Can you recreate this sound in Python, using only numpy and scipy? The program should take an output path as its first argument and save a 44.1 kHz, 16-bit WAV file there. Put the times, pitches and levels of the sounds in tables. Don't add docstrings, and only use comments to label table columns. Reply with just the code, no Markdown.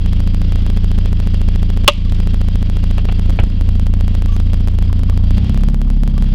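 import sys
import numpy as np
from scipy import signal
from scipy.fft import rfft, irfft
from scipy.io import wavfile

SR = 44100
rng = np.random.default_rng(int(sys.argv[2]) if len(sys.argv) > 2 else 0)


def int16_out(signal):
    q = np.round(np.clip(np.atleast_2d(signal).T, -1, 1) * 32767)
    wavfile.write(sys.argv[1], SR, q.astype(np.int16))


N = 279594
TIME = np.arange(N) / SR

# t/s, f/Hz
FIRING_RATE = [(0.0, 28.108), (1.87, 27.927), (2.202, 28.174), (4.314, 28.227), (5.248, 28.525),
               (5.555, 33.266), (5.754, 34.537), (6.096, 34.507), (6.34, 32.138)]
# t/s, windscreen share (0-1), revved share (0-1)
DRONE_MIX = [(3.25, 0.62, 0), (3.6, 0.74, 0), (5.32, 1, 0.06), (5.62, 1, 0.99)]
# t/s, level/dB, f/Hz
PANEL_THUMPS = [(2.121, -13, 130), (3.291, 0, 42.7), (3.398, -2, 101), (3.432, 4, 42.1), (3.607, -13, 59.4),
                (4.532, -14.5, 134), (4.673, -16, 128)]


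def from_db(db):
    return 10 ** (np.asarray(db) / 20)


def unit_rms(x):
    return x / np.sqrt(np.mean(x ** 2) + 1e-20)


def in_time(rows):
    times, *columns = np.transpose(rows)
    return [np.interp(TIME, times, column) for column in columns]


def low_pass(x, hz, order=2):
    return signal.sosfilt(signal.butter(order, min(hz, .45 * SR), fs=SR, output="sos"), x + 1e-18)


def high_pass(x, hz):
    return signal.sosfilt(signal.butter(2, hz, "high", fs=SR, output="sos"), x)


def drift(rate_hz):
    hz = np.arange(N // 2 + 1) * SR / N
    return unit_rms(irfft(rfft(rng.standard_normal(N)) / (1 + (hz / rate_hz) ** 2), N))


def noise(spectrum):
    hz, db = np.transpose(spectrum)
    bins = np.maximum(np.arange(N // 2 + 1) * SR / N, 1)
    gain = from_db(np.interp(np.log(bins), np.log(hz), db))
    skirts = (1 + (bins / hz[-1] / 2) ** 4) * (1 + (hz[0] / bins / 2) ** 4)
    return unit_rms(irfft(rfft(rng.standard_normal(N)) * gain / skirts, N))


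def ring(force, hz, t60):
    r, w = from_db(-60 / (t60 * SR)), 2 * np.pi * hz / SR
    return signal.lfilter([0, np.sin(w)], [1, -2 * r * np.cos(w), r * r], force + 1e-18)


def narrow_noise(hz, width_hz):
    t60 = np.log(1000) / np.pi / width_hz
    return unit_rms(ring(rng.standard_normal(N), hz, t60))


def fade(hits, t60):
    return signal.lfilter([1], [1, -from_db(-60 / (t60 * SR))], hits + 1e-18)


def impulses(times, sizes):
    out = np.zeros(N)
    samples = np.round(np.asarray(times) * SR).astype(int)
    np.add.at(out, np.clip(samples, 0, N - 1), sizes)
    return out


def drone(boom_cycles, ignition_cycles, low_waver_db=0.56, upper_waver_db=0.5):
    # multiple of the firing rate, level/dB
    at_window = [(0.5, -40), (1, 0.5), (1.5, -78), (2, -7.5), (2.5, -13.5), (3, -7.5), (3.5, -39),
                 (4, -15.5), (4.5, -33), (5, -21.5), (5.5, -37), (6, -10), (6.5, -37), (7, -18),
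                 (7.5, -30.5), (8, -29), (8.5, -37.5), (9, -30.5)]
    at_windscreen = [(0.5, -42), (1, 0.5), (1.5, -43), (2, -7), (2.5, -38), (3, -3), (3.5, -38), (4, -20.5),
                     (4.5, -26.5), (5, -30), (5.5, -39), (6, -16.5), (6.5, -32), (7, -18.5), (7.5, -33.5),
                     (8, -31), (8.5, -27.5), (9, -26.5)]
    when_revved = [(0.5, -44), (1, 2), (1.5, -31), (2, -7.5), (2.5, -17), (3, -20), (3.5, -41), (4, -12),
                   (4.5, -50), (5, -20), (5.5, -27), (6, -14), (6.5, -53), (7, -20), (7.5, -28), (8, -57),
                   (8.5, -34.5), (9, -48)]
    front, revved = np.clip(in_time(DRONE_MIX), 0, 1)
    out, power = 0, 0
    for (k, window_db), (_, front_db), (_, revved_db) in zip(at_window, at_windscreen, when_revved):
        idle = (1 - revved) * ((1 - front) * from_db(window_db) + front * from_db(front_db))
        fast = revved * from_db(revved_db)
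        gain = idle - fast if k == 1 else idle + fast
        if k < 5:
            phase = 2 * np.pi * k * boom_cycles + np.pi * k * k / 4
            waver_db = low_waver_db
        else:
            phase = 2 * np.pi * k * ignition_cycles
            waver_db = upper_waver_db
        out = out + gain * from_db(waver_db * drift(3)) * np.sin(phase)
        power = power + (idle + fast) ** 2 / 2
    return out / np.sqrt(power)


def bark(ignition_cycles, firing_hz, scatter_rad=1.0, windscreen_db=-11.0):
    # f/Hz, level/dB
    envelope = [(265, -34), (310, -38.5), (350, -59), (392, -41), (440, -50.5), (490, -55.5), (620, -66.5)]
    hz, db = np.transpose(envelope)
    out = 0
    for k in np.arange(9.5, 22, 0.5):
        gain = from_db(np.interp(k * firing_hz, hz, db))
        phase = 2 * np.pi * k * ignition_cycles + scatter_rad * rng.standard_normal()
        out = out + gain * np.cos(phase)
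    front = in_time(DRONE_MIX)[0]
    return out * from_db(windscreen_db * front)


def engine(rumble_throb_db=1.5, clatter_throb_db=1.1, uneven_db=1.0, flicker_db=2.1,
           lead_cycles=0.4259, boom_lag_cycles=0.15):
    # t/s, drone level/dB, rumble level/dB, clatter level/dB
    load = [(0, -10.5, -25, -41.5), (2.3, -10.5, -28, -42), (3.2, -10.5, -25, -42), (3.47, -14, -23, -44),
            (3.7, -9.5, -25.5, -44), (4.4, -10.3, -25, -43.5), (5.15, -9, -23, -44.5),
            (5.45, -6.5, -20, -39.5), (5.8, -10.5, -24, -51), (6.34, -9, -24, -42)]
    # f/Hz, level/dB
    rumble_spectrum = [(15, -30), (35, 11), (80, 1.5), (130, -3), (230, -4), (300, -15.5), (380, -23.5),
                       (550, -26.5), (800, -29.5), (1500, -44)]
    clatter_spectrum = [(300, 12.5), (600, 8), (820, -2), (1050, 0), (1500, -1), (2300, 0.5), (3200, 4),
                        (3900, 0), (4900, -4.5), (5800, -13.5), (8000, -23), (15000, -33)]
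    # f/Hz, bandwidth/Hz, level/dB
    resonances = [(2790, 42, -14.5), (3236, 106, -9), (4300, 25, -23.5), (4620, 13, -18.5), (4920, 10, -17),
                  (5470, 31, -24)]
    firing_hz = in_time(FIRING_RATE)[0]
    firings = np.cumsum(firing_hz) / SR
    ignition = firings + lead_cycles
    drone_db, rumble_db, clatter_db = in_time(load)
    beat = np.cos(2 * np.pi * ignition)
    alternation = np.cos(np.pi * ignition)
    rumble = noise(rumble_spectrum) * from_db(rumble_db + rumble_throb_db * beat + uneven_db * alternation)
    metal = noise(clatter_spectrum)
    metal += sum(from_db(db) * narrow_noise(hz, width) for hz, width, db in resonances)
    clatter = metal * from_db(clatter_db + clatter_throb_db * beat + flicker_db * drift(50))
    boom = from_db(drone_db) * drone(firings - boom_lag_cycles, ignition)
    return boom + bark(ignition, firing_hz) + rumble + clatter


def ticks(tick_db=-13.0, spread_db=0.5, follower_spread_db=3.5, bottom_hz=110, top_hz=14000):
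    # start t/s, end t/s, firings from tick to tick
    steady_runs = [(0.0616, 0.45, 2), (0.7021, 1.86, 2), (2.2024, 3.22, 2), (3.7972, 4.24, 2),
                   (4.26, 4.85, 4)]
    lone_ticks = [0.5225, 0.5585, 0.665, 3.305, 3.691, 4.3654, 4.7877, 4.9294, 5.0347, 5.0987, 5.176, 5.308,
                  5.3817, 5.496, 5.5455, 5.5758, 5.6359, 5.6867, 5.7449, 5.8166, 5.9027, 6.035, 6.0773,
                  6.1803, 6.2243]
    # delay/s, relative level/dB
    followers = [(.032, -19), (.064, -11.5)]
    firings = np.cumsum(in_time(FIRING_RATE)[0]) / SR
    runs = [np.arange(*np.interp([start, end], TIME, firings), every) for start, end, every in steady_runs]
    swings = np.append(np.interp(np.concatenate(runs), firings, TIME), lone_ticks)
    crests = [t + 1 / (4 * hz) for t, _, hz in PANEL_THUMPS]
    times = np.append(swings, crests)
    signs = np.append(np.ones(len(swings)), -np.ones(len(crests)))
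    chance = rng.standard_normal((len(times), 3))
    onsets = impulses(times, signs * from_db(spread_db * chance[:, 0]))
    for (delay, db), deviation in zip(followers, chance.T[1:]):
        onsets += impulses(times + delay, from_db(db + follower_spread_db * deviation))
    edges = low_pass(np.cumsum(onsets), top_hz, order=1)
    return from_db(tick_db) * high_pass(edges, bottom_hz)


def thumps(t60=0.069, top_hz=420):
    panels = sum(ring(impulses([t], from_db(db)), hz, t60) for t, db, hz in PANEL_THUMPS)
    return low_pass(panels, top_hz)


def squeaks(pitch_hz=1150, waver_hz=12):
    # f/Hz, bandwidth/Hz, level/dB
    trim_modes = [(6300, 300, 0.5), (9900, 1500, -8), (12700, 700, -12)]
    # t/s, level/dB, standard deviation/s, relative shrill level/dB
    rubs = [(2.065, -46, 0.0068, -30), (4.298, -40, 0.0073, -27), (4.345, -43.5, .018, -9),
            (6.176, -41, 0.0074, -45)]
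    pitch = pitch_hz + waver_hz * drift(33.6)
    tone = unit_rms(np.sin(2 * np.pi * np.cumsum(pitch) / SR))
    shrill = sum(from_db(db) * narrow_noise(hz, width) for hz, width, db in trim_modes)
    out = 0
    for t, db, sigma, shrill_db in rubs:
        rubbing = from_db(db) * np.exp(-.5 * ((TIME - t) / sigma) ** 2)
        out = out + rubbing * (tone + from_db(shrill_db) * shrill)
    return out


def rattles(hz=1100, width_hz=150, t60=0.071):
    # t/s, level/dB
    bursts = [(4.896, -35), (4.993, -37), (5.09, -37), (5.125, -40), (5.195, -43), (5.24, -44),
              (5.871, -44)]
    times, db = np.transpose(bursts)
    return narrow_noise(hz, width_hz) * fade(impulses(times, from_db(db)), t60)


def knocks():
    # t/s, level/dB, cutoff f/Hz, t60/s
    hits = [(2.98, -24, 3684, 0.042), (2.989, -28, 3696, 0.033), (3.087, -23, 3400, 0.047),
            (3.095, -30, 3000, .045), (3.291, -17, 450, .05), (3.389, -17, 2980, 0.092)]
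    # f/Hz, level/dB
    spectrum = [(300, 3), (480, 6.5), (680, 9), (830, 3), (1000, 2), (1500, -2.5), (2100, -2.5), (2750, 4),
                (4000, -5), (6000, -18)]
    wood = noise(spectrum)
    out = 0
    for t, db, top_hz, t60 in hits:
        clack = wood * fade(impulses([t], from_db(db)), t60)
        out = out + low_pass(clack, top_hz, order=4)
    return out


def bright_clicks(t60=0.036):
    # t/s, level/dB
    clicks = [(1.953, -35), (1.977, -37), (2.05, -36), (2.096, -32.5), (2.147, -34.5), (2.306, -39)]
    # f/Hz, level/dB
    spectrum = [(2500, 1), (3800, 4), (5500, -6), (8000, -15), (14000, -29)]
    times, db = np.transpose(clicks)
    return noise(spectrum) * fade(impulses(times, from_db(db)), t60)


def pounder(ring_db=-1.5, crack_db=-4.0, crack_t60=0.029, echo_db=-35.0, echo_t60=0.33, echo_top_hz=4500):
    # t/s, level/dB, bottom f/Hz, top f/Hz
    contacts = [(1.8779, 19, 1980, 10800), (1.882, 13.5, 303.4, 1800), (1.8868, 3.5, 300, 5000),
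                (1.8953, -4, 1200, 11500), (1.9215, -19, 3000, 9500), (1.935, -17, 4000, 14000)]
    # f/Hz, level/dB, t60/s
    modes = [(376, -16, 0.052), (580, -2, 0.067), (953, -14, 0.079), (1134, -4, 0.034), (1203, -4, .033),
             (2167, -23, 0.06), (2708, -7.5, 0.053), (2860, -9, 0.049), (2948, -4, 0.045),
             (3300, -8.5, 0.041), (3416, -12, 0.045), (4390, -23, 0.055), (4900, -18, 0.028)]
    # f/Hz, level/dB
    crack_spectrum = [(150, -37.5), (400, -11), (800, -4), (1100, 3.5), (1700, -6), (2300, -0.5),
                      (3000, 1.5), (3900, -3), (5000, -11), (8000, -16.5), (15000, -27.5)]
    wood, out = noise(crack_spectrum), 0
    for t, db, bottom_hz, top_hz in contacts:
        force = impulses([t], from_db(db))
        strengths = from_db(ring_db + rng.normal(0, 1, len(modes)))
        ringing = sum(strength * from_db(mode_db) * ring(force, hz, t60)
                      for strength, (hz, mode_db, t60) in zip(strengths, modes))
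        crack = from_db(crack_db) * wood * fade(force, crack_t60)
        echo = from_db(echo_db) * low_pass(wood * fade(force, echo_t60), echo_top_hz)
        body = high_pass(ringing + crack + echo, bottom_hz)
        out = out + low_pass(body, top_hz, order=3)
    return out


def scene():
    mix = engine() + ticks() + pounder() + bright_clicks() + knocks() + rattles() + thumps() + squeaks()
    return mix[None]


def gain_control(x, release_db_per_s=55.0, attack_s=0.003, most_db=9.5):
    over_db = np.clip(20 * np.log10(np.abs(x) + 1e-9), 0, most_db)
    release_db = release_db_per_s * TIME
    held_db = np.maximum.accumulate(over_db + release_db, axis=-1) - release_db
    pole = np.exp(-1 / (attack_s * SR))
    return x * from_db(-signal.lfilter([1 - pole], [1, -pole], held_db))


def record(dry):
    clipped = np.clip(gain_control(dry), -1, 1)
    return signal.sosfilt(signal.ellip(10, .1, 80, 16000, fs=SR, output="sos"), clipped)


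dry = scene()
out = record(dry)
int16_out(out)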